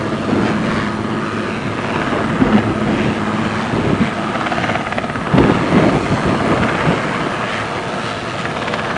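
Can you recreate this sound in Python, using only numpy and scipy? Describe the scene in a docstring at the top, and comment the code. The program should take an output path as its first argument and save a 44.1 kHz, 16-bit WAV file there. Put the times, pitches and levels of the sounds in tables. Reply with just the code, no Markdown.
"""A twin-turbine helicopter hovers low over an airfield and starts to climb, heard from the ground.
Its main blades chop a broad roar, growl, and slap when they meet their own tip vortices. The tail rotor
hums and rasps, the gearbox sings and the compressors whistle. An echo off the grass hollows the roar.
The single microphone stands close enough for the downwash to buffet it."""
import sys
import numpy as np
from scipy import signal
from scipy.fft import rfft, irfft, next_fast_len
from scipy.io import wavfile
from scipy.ndimage import uniform_filter1d, map_coordinates

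SR = 44100
rng = np.random.default_rng(int(sys.argv[2]) if len(sys.argv) > 2 else 0)


def transcribe(signal):
    """Save signal, clipped to [-1, 1], as a 16-bit WAV file at the path in sys.argv[1]."""
    frames = np.atleast_2d(signal).T
    limited = np.clip(frames, -1, 1)
    pcm = np.round(limited * 32767).astype(np.int16)
    wavfile.write(sys.argv[1], SR, pcm)


N = 395577
BLADE_HZ, TAIL_HZ = 17.6, 106.03  # nominal blade passages a second: main rotor, tail rotor


def amp(db):
    """Decibels to gain."""
    return 10 ** (np.asarray(db) / 20)


def unit(x):
    """Scale to rms 1."""
    return x / np.sqrt(np.mean(x ** 2) + 1e-20)


def clock():
    """The time of every sample, in seconds."""
    return np.arange(N) / SR


def curves(rows):
    """One value per sample for each column after the time."""
    times, *columns = np.transpose(rows)
    return [np.interp(clock(), times, column) for column in columns]


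def wobble(rate_hz):
    """A smooth random curve of rms near 1, with rate_hz knots a second."""
    knots = rng.standard_normal(int(N * rate_hz / SR) + 4)
    coarse = np.arange(0, N + 16, 16)
    return np.interp(np.arange(N), coarse, map_coordinates(knots, [coarse * rate_hz / SR]))


def hump(centre_s, length_s):
    """A smooth rise and fall of height 1; length_s is its width at half height."""
    return np.cos(np.pi / 2 * np.clip((clock() - centre_s) / length_s, -1, 1)) ** 2


def held(start_s, length_s, attack_s, release_s):
    """An envelope that rises to 1 at start_s, holds for length_s and dies away."""
    t = clock() - start_s
    fade = np.maximum(-t / attack_s, 0) + np.maximum((t - length_s) / release_s, 0)
    return np.exp(-np.minimum(fade, 20))


def passage(count, width):
    """A bump of height 1 at every whole blade count; width is a share of one passage."""
    return np.exp(-np.abs((count + .5) % 1 - .5) / width)


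def blade_pulses(blade):
    """One impulse for each main blade."""
    return np.diff(np.floor(blade), prepend=np.floor(blade[0]))


def filtered(x, response):
    """x through a gain given as a function of frequency."""
    size = next_fast_len(N + SR // 2)
    return irfft(rfft(x, size) * response(np.fft.rfftfreq(size, 1 / SR)), size)[:N]


def low_passed(x, corner_hz, order):
    """x with the highs rolled off, 6 dB down at the corner."""
    return filtered(x, lambda hz: 1 / (1 + (hz / corner_hz) ** order))


def coloured(x, spectrum):
    """x through a spectrum of (freq_hz, gain_db) points, at rms 1."""
    freq_hz, gain_db = np.transpose(spectrum)
    return unit(filtered(x, lambda hz: amp(np.interp(np.log(hz + 1), np.log(freq_hz), gain_db))))


def resonant(x, bands):
    """x through parallel resonances of (centre_hz, width_hz, gain_db), at rms 1."""
    def response(hz):
        return sum(amp(db) * 1j * hz * width / (centre ** 2 - hz ** 2 + 1j * hz * width)
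                   for centre, width, db in bands)
    return unit(filtered(x, response))


def rush(spectrum, patchy_db):
    """Noise of rms 1 whose bands fade in and out in the turbulent air."""
    bands = signal.stft(rng.standard_normal(N), nperseg=1024)[2]
    patches = uniform_filter1d(rng.standard_normal(bands.shape), size=5, axis=0)
    patches = unit(uniform_filter1d(patches, size=14, axis=1))
    noise = signal.istft(bands * amp(patchy_db * patches), nperseg=1024)[1][:N]
    return coloured(noise, spectrum)


def narrow(pitch_hz, width_hz):
    """A tone of rms 1 that the moving air smears into a narrow band."""
    phase = 2 * np.pi * np.cumsum(pitch_hz * np.ones(N)) / SR
    return unit(wobble(width_hz) * np.cos(phase) + wobble(width_hz) * np.sin(phase))


def downwash():
    """Gusts ride on a restless breeze and break on the microphone in low lumps; large eddies add bass."""
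    # steady downwash at the microphone: time_s, level_db, bass_db
    breeze = [(0, -22, -5), (.7, -24, 1), (1.5, -24, -12), (2.2, -22, -7), (2.38, -23.5, 0),
              (2.6, -26.5, -0.5), (3.3, -27, 0), (4.3, -26.5, -2), (5.2, -27, 3.5), (5.7, -19.5, -2),
              (6.7, -29, 11.5), (7.25, -22, -2), (7.7, -36.5, 2), (8.97, -32, 6)]
    # gusts on top of it: start_s, length_s, level_db, bass_db
    gusts = [(0.288, .23, -19.5, 0), (2.11, 0.11, -18.5, -5), (2.422, 0.11, -13, 3.5),
             (2.548, 0.037, -10, -3), (2.648, 0.08, -17.5, 3), (2.864, 0.17, -16.5, -1),
             (3.037, 0.069, -19, 6), (3.728, 0.09, -19, 2), (3.854, 0.078, -16, 4.5),
             (3.994, 0.04, -18.5, 2), (5.337, 0.023, -15, 3), (5.376, 0.041, -7.5, 3.5),
             (5.439, 0.008, -12.5, 6), (5.473, 0.049, -12, -11), (5.556, 0.044, -24.5, 10.5),
             (5.749, 0.14, -13, -4), (5.925, 0.05, -14.5, -2), (6.1, 0.04, -19, 7), (6.259, 0.064, -14, 2),
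             (6.443, 0.13, -14.5, -2.5), (6.609, 0.05, -17.5, 2), (6.852, 0.093, -17, 0)]
    # spectrum of wind on the microphone: freq_hz, gain_db
    buffet = [(15, -61), (30, -27.5), (55, -12), (100, -7), (160, -1.5), (240, -2), (340, -2.5),
              (450, -9.5), (700, -14), (1500, -26.5), (4000, -41.5), (9000, -74.5)]
    breeze_db, breeze_bass_db = curves(breeze)
    flows = [(amp(breeze_db + 1.5 * wobble(16)), breeze_bass_db)]
    for start, length, db, bass_db in gusts:
        flows.append((amp(db) * held(start, length, attack_s=.012, release_s=.016), bass_db))
    small = np.sqrt(sum(flow ** 2 for flow, _ in flows))
    large = np.sqrt(sum((flow * amp(bass_db)) ** 2 for flow, bass_db in flows))
    lumps = unit(amp(0.97 * wobble(45)))
    eddies = rush(buffet, patchy_db=2.2)
    bass = low_passed(eddies, corner_hz=165, order=6)
    return lumps * (small * (eddies - bass) + large * bass)


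def thuds():
    """The heaviest eddies hit the microphone as short, low, unsteady throbs; small sharp ones pop."""
    # heavy eddies: centre_s, length_s, pitch_hz, level_db
    heavy_eddies = [(0.334, 0.014, 252, -12.5), (2.133, 0.021, 243, -13.5), (2.423, 0.021, 256, -10.5),
                    (2.495, 0.02, 240, -16), (2.554, 0.035, 208, -8.5), (3.741, 0.0099, 200, -14),
                    (3.92, 0.012, 304, -18), (4.021, .014, 228, -14), (5.344, 0.014, 166, -5.5),
                    (5.386, 0.012, 254, -4), (5.426, 0.0077, 284, -8.5), (5.496, 0.009, 230, -12),
                    (6.887, 0.031, 163, -10)]
    # sharp eddies: centre_s, length_s, level_db
    sharp_eddies = [(0.313, 0.01, -16), (2.583, .004, -10), (3.764, 0.0066, -15), (5.354, .004, -13),
                    (5.383, 0.0062, -6.5)]
    # spectrum of a pop: freq_hz, gain_db
    pop_spectrum = [(100, -12), (300, 0.5), (700, 5), (1300, -18.5), (3000, -18.5), (9000, -49)]
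    low_cut_hz = 116
    waver_rad = 0.47 * wobble(170)
    throbs = 0
    for centre, length, pitch_hz, db in heavy_eddies:
        phase = 2 * np.pi * pitch_hz * (clock() - centre) + waver_rad
        throbs += amp(db) * hump(centre, length) * np.sqrt(2) * np.sin(phase)
    pop_level = sum(amp(db) * hump(centre, length) for centre, length, db in sharp_eddies)
    pops = pop_level * coloured(rng.standard_normal(N), pop_spectrum)
    return filtered(throbs, lambda hz: hz ** 4 / (hz ** 4 + low_cut_hz ** 4)) + pops


def machinery():
    """Gear meshes and compressor blades give narrow, fluttering whines."""
    # gear meshes and the farther compressor: pitch_hz, width_hz, level_db
    steady_tones = [(1256, 10, -39), (1675, 18, -43.5), (2030, 40, -48.5), (9570, 190, -58)]
    # the engines' lower whine: time_s, level_db
    shrill_levels = [(0, -49), (.45, -46), (1.3, -54), (2.3, -72), (3.45, -51), (4.8, -65), (5.7, -45.5),
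                     (6.3, -45), (7.3, -53), (8.97, -59)]
    # the nearer compressor: time_s, pitch_hz, level_db
    near_compressor = [(0, 9440, -65), (1.7, 9420, -70), (4.8, 9385, -66), (5.5, 9360, -57),
                       (6.1, 9370, -53), (6.7, 9400, -56), (7.4, 9400, -57), (8.97, 9390, -66)]
    whistle_hz, whistle_db = curves(near_compressor)
    whines = sum(amp(db) * narrow(hz, width) for hz, width, db in steady_tones)
    shrill = amp(curves(shrill_levels)[0] + 1.5 * wobble(12)) * narrow(pitch_hz=4240, width_hz=340)
    whistle = amp(whistle_db + 2.5 * wobble(11)) * narrow(whistle_hz, width_hz=125)
    return whines + shrill + whistle


def drone(blade, tail):
    """Steady blade loading: the tail rotor hums, wavering in the main wake; each main blade thumps."""
    # drone of the two rotors: time_s, tail_db, main_db
    levels = [(0, -26.5, -30), (.5, -22.5, -26), (1.25, -26, -31.5), (1.7, -32.5, -30), (2.2, -27.5, -24),
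              (2.6, -21, -25), (3, -23.5, -25), (3.35, -20.5, -36), (3.8, -29.5, -24), (4.3, -36.5, -28),
              (5.1, -44.5, -28.5), (6.3, -26, -29), (7.1, -40, -33), (7.7, -37.5, -32), (8.97, -47, -32)]
    # tail harmonics, each with a side tone one main blade rate above: multiple, gain_db, side_ratio
    harmonics = [(1, -10, 0.27), (2, -1.5, 0.51), (3, -11.5, 1.36)]
    # bands in which the main blade pulses drone: centre_hz, width_hz, gain_db
    thump_bands = [(115, 46, -8.5), (227.8, 28.5, 1.5), (336.7, 16.4, -2.5)]
    tail_db, main_db = curves(levels)
    wake_lag = 0.34  # share of a passage that the wake needs to reach the tail rotor
    wake = 2 * np.pi * (blade - wake_lag) + .5 * wobble(4.6)
    hum = 0
    for multiple, db, side_ratio in harmonics:
        phase = 2 * np.pi * round(multiple) * tail + 0.69 * wobble(18)
        level = np.sqrt(2) * amp(db + 1.7 * wobble(16))
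        hum += level * (np.sin(phase) + side_ratio * np.sin(phase + wake))
    pulses = unit(blade_pulses(blade) * amp(2.4 * wobble(18)))
    churn = unit(rng.standard_normal(N) * passage(blade, width=0.81))  # each blade meets different air
    thump = low_passed(resonant(pulses + 0.84 * churn, thump_bands), corner_hz=520, order=4)
    return amp(tail_db) * hum + amp(main_db) * unit(thump)


def growl(blade):
    """Every main blade repeats the same rough sweep: stacked harmonics sound in a few hollow bands."""
    # the growl at the microphone: time_s, level_db
    levels = [(0, -37), (1.7, -39.5), (2.6, -33), (3.4, -36), (4.2, -37), (5.1, -31.5), (6, -29.5),
              (7.1, -29.5), (7.8, -25.5), (8.2, -31.5), (8.7, -26.5), (8.97, -27.5)]
    # its hollow bands: centre_hz, width_hz, gain_db
    bands = [(168, 35, -3), (374, 7.4, 0), (478.5, 34, 1.5), (603, 28, -2), (671, 40, 0), (896, 30, -0.5),
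             (1002, 49, -10.5)]
    sweep = irfft(np.exp(2j * np.pi * rng.random(size=256)))
    repeated = unit(np.interp(blade % 1, np.arange(len(sweep)) / len(sweep), sweep, period=1))
    waver = amp(0.95 * wobble(9))
    turbulence = 0.43 * rush([(100, 7), (1500, -2), (3000, -20)], patchy_db=4.0)
    return amp(curves(levels)[0]) * resonant(repeated * waver + turbulence, bands)


def ground_echo(direct):
    """The direct sound meets its late, duller copy from the grass, which cancels some pitches."""
    # the bounce off the ground: time_s, delay_ms, strength_ratio
    bounce = [(0, 0.61, 0.079), (.8, 0.62, 0.3), (1.8, 0.8, 0.28), (2.8, 0.55, 0.068), (3.1, 0.7, 0.055),
              (3.5, 1.25, 0.1), (4, 1.1, 0.036), (4.4, 1.4, 0.12), (4.9, 1.466, 0.36), (5.3, 1.5, 0.061),
              (7, 1.95, 0.073), (7.8, 1.43, 0.19), (8.97, 1.84, 0.074)]
    delay_ms, strength = curves(bounce)
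    dull = low_passed(direct, corner_hz=2600, order=2)
    late = np.interp(clock() - delay_ms / 1000, clock(), dull)
    return (direct + strength * late) / np.sqrt(1 + strength ** 2)


def roar_noise():
    """The rotor's broad turbulence changes colour as the aircraft drifts and rises."""
    # spectrum in the hover: freq_hz, gain_db
    hover_spectrum = [(60, -15), (120, 4), (290, -5), (420, 0), (490, 2), (540, 0.5), (680, 3), (785, -8),
                      (870, -2), (960, 0.5), (1090, -1), (1230, 0.5), (1480, -9), (1700, -8.5), (2000, -18),
                      (3000, -31.5), (6000, -62)]
    # spectrum in the climb: freq_hz, gain_db
    climb_spectrum = [(60, -22.5), (110, 1.5), (190, 3), (290, -5.5), (530, -4), (720, -0.5), (840, -2.5),
                      (1000, -5), (1270, 0.5), (1480, -7.5), (1680, -2.5), (2000, -20.5), (3000, -15.5),
                      (6000, -56)]
    # blend of the two: time_s, climb_share
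    blend = [(1.8, 0.0038), (2.4, 0.49), (4, 0.57), (4.4, 0.87), (5.3, 0.98), (5.7, 0.33), (6.8, 0.51),
             (7.5, 0.95)]
    climb_share = np.clip(curves(blend)[0], 0, 1)
    hover = np.sqrt(1 - climb_share) * rush(hover_spectrum, patchy_db=2.5)
    climb = np.sqrt(climb_share) * rush(climb_spectrum, patchy_db=2.0)
    return hover + climb


def tip_noise():
    """Air rushes off the blade tips; its treble brightens and dulls."""
    # spectrum of the swish: freq_hz, gain_db
    spectrum = [(600, -30), (1400, 2.5), (2000, 3.5), (2600, 0), (3000, -3), (3450, -7), (4100, -10.5),
                (4800, -17), (7000, -23), (10000, -32)]
    # its treble above about 3 kHz: time_s, gain_db
    brightness = [(0, 1), (1.4, 2.5), (2.2, -3), (3.5, -0.5), (4.7, 2), (5.8, -2), (6.8, -11), (7.6, 0.5),
                  (8.1, 8), (8.45, 7.5), (8.97, 8)]
    tips = rush(spectrum, patchy_db=2.3)
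    dull = low_passed(tips, corner_hz=3100, order=8)
    return dull + amp(curves(brightness)[0]) * (tips - dull)


def rotor_air(blade, tail):
    """Turbulence leaves the blades: it swells with each main blade and is chopped by the tail rotor."""
    # air noise of the rotors between wind swells: time_s, roar_db, hiss_db
    levels = [(0, -24.5, -43.5), (.4, -23, -42.5), (1.05, -24.5, -45), (1.65, -27, -45),
              (2.15, -21.5, -44.5), (2.75, -25.5, -43), (3.45, -22, -40.5), (3.8, -25, -42),
              (4.1, -23, -42.5), (4.7, -23, -42.5), (5.08, -29, -44), (5.3, -23, -44.5), (5.55, -22, -40.5),
              (6.1, -23.5, -39), (6.45, -21, -40), (6.9, -21, -38), (7.75, -25, -41.5), (8.97, -23.5, -45)]
    # the wind carries the swish over to the microphone: crest_s, length_s, rise_db
    wind_swells = [(0.473, 0.069, 7.5), (0.764, 0.21, 7), (1.407, 0.33, 4.5), (2.013, 0.65, 7.5),
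                   (2.57, 0.099, 5.5), (3.002, 0.22, 5), (3.449, .05, 3), (3.602, 0.13, 4.5),
                   (4.047, 0.068, 6), (4.606, 0.3, 4.5), (5.473, 0.24, 4.5), (5.783, 0.21, 4),
                   (6.795, 0.81, 3.5), (7.542, 0.13, 6.5), (8.08, 0.069, 4), (8.41, 0.051, 5)]
    # spectrum of the tail rotor's hiss: freq_hz, gain_db
    hiss_spectrum = [(1500, -16), (3200, 8.5), (5000, 2.5), (6500, 0.5), (8000, -0.5), (9100, -5),
                     (9700, -20), (10200, -24)]
    roar_db, hiss_db = curves(levels)
    swish_db = hiss_db + 10.5
    carried_db = sum(db * hump(crest, length) for crest, length, db in wind_swells)
    swell = amp(.5 * np.cos(2 * np.pi * blade) + 0.48 * wobble(25))
    chop = passage(tail, width=0.25)
    rasp = amp(2.5 * wobble(2.8))
    roar = unit(roar_noise() * swell * (1 + 0.44 * chop))
    swish = unit(tip_noise() * swell * (1 + 2.0 * chop))
    hiss = unit(rush(hiss_spectrum, patchy_db=1.4) * (1 + 0.53 * rasp * chop))
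    return (roar * amp(roar_db + 0.08 * carried_db)
            + swish * amp(swish_db + carried_db)
            + hiss * amp(hiss_db + 0.21 * carried_db))


def blade_slap(blade):
    """A blade cuts the vortex of the one before it: a sharp pressure pulse inside a ragged burst."""
    # bouts of slapping: start_s, length_s, level_db, ring_db
    bouts = [(1.814, .8, -21, -49), (4.356, .4, -22.5, -30.5), (4.834, 0.11, -17, -45),
             (5.03, 0.48, -21.5, -34.5), (5.746, 0.64, -23, -29), (6.575, 0.31, -22.5, -51),
             (6.95, 0.37, -25, -41), (8.436, 0.65, -19.5, -49)]
    # single blades that hit a vortex hard: centre_s, level_db, added_edge_db, glancing_share
    hard_hits = [(4.354, -19.5, -2, .5), (4.41, -17, 3, .1), (4.467, -12, 3, .1), (4.527, -20, 5.5, 1),
                 (4.643, -18, 1.5, 0.8), (4.697, -16.5, .5, 0.7), (4.757, -21, 0, 0.5), (4.927, -27, 5, 0),
                 (4.984, -15.5, 2, 0), (5.042, -25.5, 7.5, 0), (5.381, -19, 6, 0), (6.635, -15.5, 1.5, .3),
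                 (6.694, -11.5, 0, 0.03), (6.75, -18, -0.5, 0.03), (6.81, -15.5, -0.5, .1),
                 (6.868, -19, -1, .1), (6.923, -15.5, -1, 0), (8.626, -18, 7, .3), (8.682, -20, 13, .1),
                 (8.738, -21, 15, 0.6), (8.797, -20.5, 2, .3), (8.852, -20.5, 3, 0.5),
                 (8.908, -15.5, 3.5, 0.6)]
    # spectrum of a slap's body: freq_hz, gain_db
    body_spectrum = [(120, -18.5), (350, 2.5), (560, 4.5), (700, 8), (900, 7), (1350, 7.5), (2200, 4.5),
                     (3100, -4.5), (4500, -22.5), (9000, -47)]
    # spectrum of its bright edge: freq_hz, gain_db
    edge_spectrum = [(1500, -19), (2600, 12), (4200, 5.5), (6000, -2.5), (9500, -15.5)]
    # its low knock and hollow ring: centre_hz, width_hz, gain_db
    knock_bands = [(340, 100, -4.5), (686, 79, -3.5)]
    power, edge_db = amp(-33) ** 2, -21.5  # the faint slap outside the bouts
    ring, smear = 0, 0
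    for start, length, db, ring_db in bouts:
        bout = held(start, length, attack_s=0.088, release_s=0.05)
        power += (amp(db) * bout) ** 2
        ring += amp(ring_db) * bout
    for centre, db, added_edge_db, glancing in hard_hits:
        hit = hump(centre, length_s=.05)  # about one blade passage
        power += (amp(db) * hit) ** 2
        edge_db += added_edge_db * hit
        smear += glancing * hit
    sharp = np.clip(1 - smear, 0, 1)  # a glancing hit is longer and softer
    crack = passage(blade + .014 * wobble(22), width=0.023)
    burst = passage(blade, width=0.089 * (2 - sharp)) + 0.3 * sharp * crack
    ragged = unit(amp(3.3 * wobble(450)))
    body = coloured(rng.standard_normal(N) * ragged, body_spectrum)
    edge = coloured(rng.standard_normal(N) * ragged, edge_spectrum) * amp(edge_db)
    pulse = sharp * amp(-22.5) * coloured(-blade_pulses(blade), body_spectrum)
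    slap = ((body + edge) * burst + pulse) * np.sqrt(power)
    knock = ring * resonant(body * burst + pulse, knock_bands)
    return (slap + knock) * amp(0.52 * wobble(21))


def scene():
    """Both rotors turn at governed speed; drifting of the aircraft shifts their beat a little."""
    # where in its passage a main blade is loudest: time_s, lag_passages
    blade_lag = [(0, .36), (1, .43), (2, .5), (2.6, .5), (3.2, .67), (4.45, .66), (4.7, .68), (5, .73),
                 (5.27, .81), (5.38, .76), (6.5, .76), (6.75, .82), (6.85, .86), (8.4, .81), (8.97, .79)]
    blade = BLADE_HZ * clock() - curves(blade_lag)[0]  # running count of blade passages
    tail = TAIL_HZ * clock() + 0.13 * wobble(2.44)
    rotors = ground_echo(rotor_air(blade, tail) + blade_slap(blade))
    helicopter = rotors + drone(blade, tail) + growl(blade) + machinery()
    return (helicopter + downwash() + thuds())[None]


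def record(dry):
    """The loudest thumps are clipped and crunch slightly; everything above 10 kHz is cut off."""
    cutoff_hz = 10000
    clipped = dry[0] / (1 + np.abs(dry[0]) ** 8) ** (1 / 8)
    return filtered(clipped, lambda hz: hz < cutoff_hz)[None]


dry = scene()
out = record(dry)
transcribe(out)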